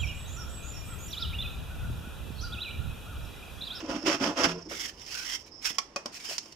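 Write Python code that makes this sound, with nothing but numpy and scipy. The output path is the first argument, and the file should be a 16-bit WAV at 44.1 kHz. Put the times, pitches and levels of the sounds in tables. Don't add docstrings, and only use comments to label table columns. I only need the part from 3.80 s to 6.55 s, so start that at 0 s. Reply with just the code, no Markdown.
import sys
import numpy as np
from scipy import signal
from scipy.fft import rfft, irfft
from scipy.io import wavfile
from scipy.ndimage import uniform_filter1d

SR = 44100
rng = np.random.default_rng(int(sys.argv[2]) if len(sys.argv) > 2 else 0)


def materialize(psi):
    bounded = np.clip(np.atleast_2d(psi).T, -1, 1)
    quanta = np.round(bounded * 32767).astype(np.int16)
    wavfile.write(sys.argv[1], SR, quanta)


def nominal_scale(level):
    x = np.asarray(level, float) / 20
    return 10 ** x


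N = 121275
T = np.arange(N) / SR

# [f/Hz, level/dB per Hz]
TOWN_SPECTRUM = [(12, -40), (20, -16.5), (310, -7), (796, -13.5), (1080, -15.5), (1460, -23), (2500, -24.5),
                 (5090, -30.5), (15000, -41)]
TOWN_DB = -56.5
RUMBLE_HZ, RUMBLE_DB, RUMBLE_FADES_S = 53.7, -53.5, 0.9

# [start t/s, length/s, teeth level/dB, change over the stroke/dB, pipe level/dB]
STROKES = [(-.03, 0.048, -29, -15, -29), (0.019, 0.8, -49, -8.5, -41.5), (0.077, 0.056, -41, -1.5, -35),
           (0.13, 0.039, -37.5, -7.5, -40), (0.243, 0.05, -27.5, 0, -28), (0.289, 0.06, -32, 0.5, -34.5),
           (0.389, 0.056, -35, -2, -30), (0.424, 0.052, -32.5, -5, -29), (0.466, 0.048, -48, 4.5, -39.5),
           (0.555, 0.061, -28.5, -2.5, -27), (0.62, 0.035, -24, -1.5, -27.5), (0.668, 0.053, -35, -7, -37)]
# [f/Hz, level/dB, t60/s]
PIPE_MODES = [(140, -11, 0.078), (375, -1.5, 0.047), (528, 3.5, 0.035), (578, -2.5, 0.069),
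              (677, 0.5, 0.049), (844, 1.5, 0.03), (1000, 2, 0.026), (1235, -7, 0.026), (1394, -3.5, 0.045)]
# [f/Hz, width/Hz, level/dB]
WALL_BANDS = [(1296, 630, 4.5), (2000, 490, -8), (2615, 470, -0.5), (3160, 170, -11.5), (5000, 5100, -23),
              (11100, 8700, -49)]
# [start t/s, length/s, lower mode level/dB, upper mode level/dB]
SURGES = [(.02, .02, -46.5, -39), (0.076, 0.06, -38, -40.5), (0.138, 0.035, -32.5, -36.5),
          (0.227, 0.056, -55, -31), (0.261, 0.021, -48, -31.5), (0.317, 0.052, -43, -40),
          (0.403, 0.021, -26, -28.5), (0.45, 0.0464, -36, -31), (0.566, 0.055, -45, -40),
          (0.627, 0.036, -57, -31), (0.654, 0.023, -37.5, -39)]
# [f/Hz, level/dB, t60/s]
BENDING_MODES = [(273.2, 0, 0.15), (308.4, 0, 0.078)]
TEETH_PER_S, TOOTH_JITTER, TOOTH_SCATTER_DB, GRIT_DB = 310, .3, 2.5, 3
STROKE_ATTACK_S, STROKE_RELEASE_S = 0.026, 0.01
PIPE_DB = -3.5
BITE_WALK_DB, LOAD_WALK_DB, WALL_WALK_DB, MODE_WALK_DB = 1.0, 1.2, 2.0, 2.0

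# [t/s, level/dB]
TICKS = [(0.062, -26), (0.2059, -37), (0.2294, -26), (0.2765, -21), (0.416, -36), (0.5914, -15),
         (0.6362, -4), (0.7911, -47), (0.82, -48), (0.852, -46), (0.902, -41), (1.0021, -37), (1.1398, -41),
         (1.2371, -39), (1.252, -25), (1.344, -12), (1.4044, -25), (1.4481, -18), (1.4794, -23),
         (1.543, -25), (1.6626, -43), (1.8455, -14), (1.8891, -36), (1.927, -29), (1.949, -43),
         (2.3206, -33), (2.3445, -25), (2.4548, -29), (2.5002, -29)]
TICK_DB, TICK_T60_S = -13, 0.0085
CRACK_RISE_S, CRACK_T60_S = 0.00157, 0.036
CRACK_HZ, CRACK_WIDTH_HZ = 4080, 2670

# [start t/s, length/s, level/dB, first f/Hz, last f/Hz]
SQUEAKS = [
    (0.175, .07, -61.5, 5180, 5230),
    (1.326, 0.11, -47.5, 1500, 1530),
    (1.698, .13, -62.5, 5000, 5240),
]
SQUEAK_WIDTH = .08

# [f/Hz, level/dB, t60/s]
FREED_MODES = [(169.6, -1, 1), (255, -11, .5), (363, -8.5, .7), (455.6, -5.5, 0.29), (634, -9, 0.2),
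               (994, -14, .12)]
FREED_S, FREED_DB = .654, -28

# [start t/s, length/s, notes per s, level/dB]
TRILLS = [
    (0.698, 0.24, 27.5, -60),
    (1.575, 0.094, 34, -63.5),
    (1.718, 0.25, 106, -69),
    (1.921, 0.032, 54.4, -55),
    (2.087, 0.045, 70, -92),
]
BIRD_HZ, BIRD_DROP_HZ = 5680, 446

# [t/s, level/dB, f/Hz, t60/s]
KNOCKS = [
    (0.91, -35.5, 433, 0.12),
    (.91, -40.5, 1350, 0.21),
    (0.858, -43.5, 316, 0.68),
    (1.904, -39, 253, 0.091),
    (2.488, -41.5, 410, 0.091),
    (2.509, -46, 600, 0.15),
    (2.66, -65, 960, 0.22),
]

# [start t/s, length/s, level/dB, change/dB, ring f/Hz]
SCUFFS = [(0.882, 0.095, -45, 3, 2190), (0.982, 0.079, -36.5, -2, 2080), (1.065, 0.033, -47, 1, 1850),
          (1.122, 0.08, -64, 5.5, 3000), (1.191, 0.098, -55.5, 0, 3300), (1.256, 0.084, -53, 12, 2700),
          (1.337, 0.1, -40, -2.5, 2500), (1.435, 0.066, -44, 6.5, 2060), (1.499, 0.057, -40.5, 3, 2000),
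          (1.583, 0.037, -54.5, -4, 3230), (1.649, 0.036, -52.5, -6.5, 2300),
          (1.807, 0.048, -50.5, 11, 2360), (1.837, 0.043, -34, -3.5, 1680),
          (1.877, 0.027, -37.5, -1.5, 2170), (1.932, 0.028, -49.5, -5.5, 2000),
          (2.311, 0.066, -53, 7, 2500), (2.383, 0.065, -51.5, 3.5, 2300), (2.436, 0.067, -46, 0.5, 3000),
          (2.491, 0.074, -40.5, -6, 2750), (2.61, 0.12, -62, 0.5, 3000)]
# [f/Hz, level/dB]
SCUFF_HISS = [(300, -19), (800, -4.5), (1500, 2), (3000, 7.5), (6000, 0.5), (9000, 1.5), (15000, -3)]
SCUFF_ATTACK_S, SCUFF_RELEASE_S, GRAINS_PER_S = 0.016, 0.011, 5000
RING_DB, OVERTONE, OVERTONE_DB, RING_WIDTH, RING_WANDER = -11, 1.6, -12, .17, .06

# [t/s, crack level/dB, ring level/dB, object number from 0]
TAPS = [
    (1.085, -35.5, -63, 2),
    (1.195, -39.5, -65, 2),
    (1.262, -35, -78, 2),
    (1.983, -16, -28, 0),
    (2.160, -23, -24.5, 1),
    (2.257, -27, -27.5, 3),
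    (2.58, -20.5, -50, 2),
    (2.657, -42, -48, 1),
    (2.722, -39.5, -65, 2),
]
# [f/Hz, level/dB, t60/s]
OBJECTS = [
    [(1110, -12, 0.092), (1110, -4, 0.064), (1350, -10, 0.047), (2300, 3, 0.018), (2540, -48, 0.085),
     (3470, 0.5, 0.038), (4700, -33, 0.026), (6020, -18, 0.06)],
    [(233, -11.5, 0.18), (570, -4.5, 0.07), (700, -8, 0.017), (1125, -8, 0.016), (1350, -20, 0.025),
     (1860, -18, 0.032), (2500, -10.5, 0.058)],
    [(1440, -27, 0.027), (2693, -66, 0.035), (3300, -30, 0.015), (4550, 17, 0.028), (6070, -12, 0.023)],
    [(241, -8, 0.11), (317, -5, 0.076), (600, -6, 0.036), (790, -15.5, 0.066), (1043, -17, 0.063),
     (3000, -12.5, 0.032)],
]
RATTLE_T60_S, RATTLE_DB = 0.04, -18
TAIL_HZ, TAIL_DB, TAIL_T60_S = 634, -19, 0.22
LONGEST_RING_S, LOW_RING_SHARE = .055, .6

# [f/Hz, level/dB]
LEFT_MIC = [(300, -1), (1300, 1), (2400, -3.5), (3800, -7.5), (6000, 5), (7300, 2), (8500, -4.5),
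            (15000, -16)]
# [f/Hz, level/dB]
RIGHT_MIC = [(300, -1), (1300, 2.5), (3000, 4.5), (4000, -2.5), (5350, 9.5), (6800, 3.5), (8000, -10),
             (15000, -2.5)]
HAND_MOVES_S, HAND_LEFT_DB = 2.037, 4.5
ALIKE_HZ, TREBLE_SHARED, ROOM_T60_S, ROOM_DB = 1154, 0.071, 0.23, -10
PORT_HZ, PORT_WIDTH_HZ, PORT_DB = 5404, 624, 4
TOP_HZ = 15400


def unit(x):
    return x / np.sqrt(np.mean(x ** 2))


def colour(x, points):
    hz, db = np.array(points, float).T
    grid_hz = np.arange(2049) * SR / 4096
    log_gain = np.log(nominal_scale(np.interp(np.log(grid_hz + 1), np.log(hz), db)))
    cepstrum = irfft(log_gain)
    cepstrum[1:2048] *= 2
    cepstrum[2049:] = 0
    impulse = irfft(np.exp(rfft(cepstrum)))
    return signal.fftconvolve(x, impulse.reshape((1,) * (x.ndim - 1) + (-1,)), axes=-1)[..., :N]


def band(x, hz, width_hz):
    return signal.lfilter(*signal.iirpeak(hz, hz / width_hz, fs=SR), x)


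def split(x, kind):
    return signal.sosfilt(signal.butter(2, ALIKE_HZ, kind, fs=SR, output="sos"), x)


def ring(x, modes):
    out = 0
    for hz, db, t60 in modes:
        pole = np.exp(2j * np.pi * hz / SR - np.log(1000) / (t60 * SR))
        out = out + nominal_scale(db) * signal.lfilter([1], [1, -pole], x).imag
    return out


def shape(start, length, change_db, attack, release):
    u = T - start
    rise = np.clip(u / attack, 0, 1) ** 2
    slope = nominal_scale(change_db * np.clip(u / length, 0, 1))
    return rise * slope * np.exp(-np.clip(u - length, 0, None) / release)


def fade(s, t60):
    return shape(s, CRACK_RISE_S, 0, CRACK_RISE_S, t60 / np.log(1000))


def walk(rate):
    k = int(SR / rate)
    steps = np.repeat(rng.standard_normal(N // k + 1), k)
    return unit(uniform_filter1d(uniform_filter1d(steps, k), k)[:N])


def click(s, push_s):
    push = np.clip(1 - np.abs(T - s - push_s) / push_s, 0, None)
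    return push / push.sum()


def noise():
    both, own = rng.standard_normal(N), rng.standard_normal((2, N))
    treble = np.sqrt(TREBLE_SHARED) * both + np.sqrt(1 - TREBLE_SHARED) * own
    return split(both, "low") + split(treble, "high") + nominal_scale(-17) * own[::-1]


def slide(x, hz, width):
    turn = np.exp(2j * np.pi * np.cumsum(hz) / SR)
    lowpass = signal.butter(2, width * np.mean(hz) / 2, fs=SR, output="sos")
    return unit((signal.sosfilt(lowpass, x / turn) * turn).real)


def rubbed_grains():
    hits = uniform_filter1d(1. * (rng.random(N) < GRAINS_PER_S / SR), size=4)
    grains = hits * noise() * nominal_scale(2 * rng.exponential(size=N))
    return unit(grains) + nominal_scale(4.0) * noise()


def rub_flicker():
    return nominal_scale(1.74 * walk(120))


def town():
    hum, swelling = colour(noise(), TOWN_SPECTRUM), 0
    for hz in 30 * 2. ** np.arange(9):
        swelling = swelling + band(hum, hz, hz * .7) * nominal_scale(1.2 * walk(5))
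    rumble = unit(band(band(noise(), RUMBLE_HZ, 42), RUMBLE_HZ, 78))
    rumble = rumble * shape(-0.27, 1 + RUMBLE_FADES_S, -6.5, .1, 0.72)
    return nominal_scale(TOWN_DB) * unit(swelling) + nominal_scale(RUMBLE_DB) * rumble


def saw():
    chance = rng.standard_normal((2000, 2)).T
    at = (np.cumsum(np.exp(TOOTH_JITTER * chance[0])) * SR / TEETH_PER_S).astype(int)
    teeth = np.zeros(N)
    teeth[at[at < N]] = nominal_scale(TOOTH_SCATTER_DB * chance[1])[at < N]
    burst = unit(signal.lfilter([1], [1, -np.exp(-1 / (0.0018 * SR))], teeth))
    grit = unit(noise() * (burst + nominal_scale(GRIT_DB)))
    shake = band(unit(teeth) + nominal_scale(-4) * noise(), 450, 1100)

    bite, load = 0, 0
    for s, length, teeth_db, change_db, pipe_db in STROKES:
        stroke = shape(s, length, change_db, STROKE_ATTACK_S, STROKE_RELEASE_S)
        bite = bite + nominal_scale(teeth_db) * stroke
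        load = load + nominal_scale(pipe_db) * stroke
    bite = bite * nominal_scale(BITE_WALK_DB * walk(40.0))
    load = load * nominal_scale(LOAD_WALK_DB * walk(38.8))

    wall = 0
    for hz, width_hz, db in WALL_BANDS:
        wall = wall + nominal_scale(db + WALL_WALK_DB * walk(35.7)) * unit(band(grit, hz, width_hz))
    boom = 0
    for k, mode in enumerate(BENDING_MODES):
        surge = sum(nominal_scale(r[2 + k]) * shape(r[0], r[1], 0, 0.0081, 0.0094) for r in SURGES)
        boom = boom + ring(shake * surge, [mode]) / np.sqrt(np.mean(ring(shake, [mode]) ** 2))
    pipe = 0
    for mode in PIPE_MODES:
        pipe = pipe + ring(shake * load * nominal_scale(MODE_WALK_DB * walk(21.14)), [mode])
    pipe = pipe / np.sqrt(np.mean(ring(shake[0], PIPE_MODES) ** 2))
    return boom + bite * unit(wall) + pipe * nominal_scale(PIPE_DB)


def ticks():
    snaps = sum(nominal_scale(db + TICK_DB) * fade(s - CRACK_RISE_S, TICK_T60_S) for s, db in TICKS)
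    return band(noise(), CRACK_HZ, CRACK_WIDTH_HZ) * snaps


def squeaks():
    grains, out = rubbed_grains(), 0
    for s, n, db, from_hz, to_hz in SQUEAKS:
        tone = slide(grains, np.interp(T, [s, s + n], [from_hz, to_hz]), SQUEAK_WIDTH)
        out = out + nominal_scale(db) * shape(s, n, 1.15, 0.024, 0.013) * tone
    return out * rub_flicker()


def freed():
    rub = nominal_scale(-38) * noise() * shape(FREED_S, .12, -2, .005, .02)
    damped = np.clip(np.exp(-(T - .785) / .012), nominal_scale(-8), 1)
    held = damped * np.clip((1.03 - T) / .04, 0, 1)
    boom = ring(click(FREED_S, 0.0021), FREED_MODES) + ring(rub, FREED_MODES[1:])
    return nominal_scale(FREED_DB) * boom * held


def bird():
    out, wobble_hz = 0, 120 * walk(31)
    for s, n, rate, db in TRILLS:
        phase = (T - s) * rate % 1
        tone = np.sin(2 * np.pi * np.cumsum(BIRD_HZ - BIRD_DROP_HZ * phase + wobble_hz) / SR)
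        pulse = 0.32 + np.sin(np.pi * phase) ** 2
        out = out + nominal_scale(db) * shape(s, n, 0, 0.0089, 0.014) * pulse * tone
    return out * (0.42 + unit(band(noise(), 170, 590)))


def knocks():
    grit, out = noise(), 0
    for s, db, hz, t60 in KNOCKS:
        dull = unit(band(band(grit, hz, 0.34 * hz), hz, 1.3 * hz))
        out = out + nominal_scale(db) * dull * fade(s, t60)
    return out


def scuffs():
    grains, out = rubbed_grains(), np.zeros((2, N))
    hiss, grip = unit(colour(grains, SCUFF_HISS)), 1 + RING_WANDER * walk(25.16)
    for s, n, db, change_db, hz in SCUFFS:
        at = (T > s) & (T < s + n + 10 * SCUFF_RELEASE_S)
        tone = nominal_scale(RING_DB) * slide(grains[:, at], hz * grip[at], RING_WIDTH)
        tone = tone + nominal_scale(OVERTONE_DB) * slide(grains[:, at], hz * OVERTONE * grip[at], RING_WIDTH)
        envelope = shape(s, n, change_db, SCUFF_ATTACK_S, SCUFF_RELEASE_S)[at]
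        out[:, at] += nominal_scale(db) * envelope * (hiss[:, at] + tone)
    return out * rub_flicker()


def taps():
    grit = noise()
    cracks = sum(nominal_scale(db) * fade(s, CRACK_T60_S) for s, db, _, _ in TAPS)
    tails = sum(nominal_scale(db + TAIL_DB) * fade(s, TAIL_T60_S) for s, _, db, _ in TAPS)
    out = band(grit, CRACK_HZ, CRACK_WIDTH_HZ) * cracks + unit(band(noise(), TAIL_HZ, 600)) * tails
    for k, modes in enumerate(OBJECTS):
        blows = 0
        for s, _, db, kind in TAPS:
            if round(kind) == k:
                rattle = nominal_scale(RATTLE_DB) * grit * fade(s, RATTLE_T60_S)
                blows = blows + nominal_scale(db) * (click(s + CRACK_RISE_S / 2, .00007) + rattle)
        damped = []
        for hz, db, t60 in modes:
            longest_s = LONGEST_RING_S * max(1, LOW_RING_SHARE * 700 / hz)
            damped.append((hz, db, min(t60, longest_s)))
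        out = out + ring(band(blows, 1400, 2800), damped)
    return out


def space(x):
    t = T[:SR // 2]
    tail = rng.standard_normal((2, len(t))) * nominal_scale(-60 * t / ROOM_T60_S)
    tail = tail * np.sqrt(2 * np.log(1000) / (ROOM_T60_S * SR))
    return x + nominal_scale(ROOM_DB) * signal.fftconvolve(band(x, 1820, 11000), tail, axes=-1)[:, :N]


def scene():
    hand = ticks() + squeaks() + knocks() + scuffs() + taps()
    left = nominal_scale(HAND_LEFT_DB * np.clip((T - HAND_MOVES_S) / 0.1 + 1, 0, 1)) - 1
    treble = signal.sosfilt(signal.butter(1, ALIKE_HZ, "high", fs=SR, output="sos"), hand)
    hand = hand + np.array([[1], [0]]) * left * treble
    return space(town() + saw() + freed() + bird() + hand)


def roll_off(x):
    return signal.sosfilt(signal.butter(12, 16370, fs=SR, output="sos"), x)


def record(dry):
    port = dry[1] + nominal_scale(PORT_DB) * band(dry[1], PORT_HZ, PORT_WIDTH_HZ)
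    mix = np.array([colour(dry[0], LEFT_MIC), colour(port, RIGHT_MIC)])
    mix = signal.sosfilt(signal.butter(14, TOP_HZ, fs=SR, output="sos"), mix)
    return roll_off(mix)


dry = scene()
out = record(dry)
materialize(out)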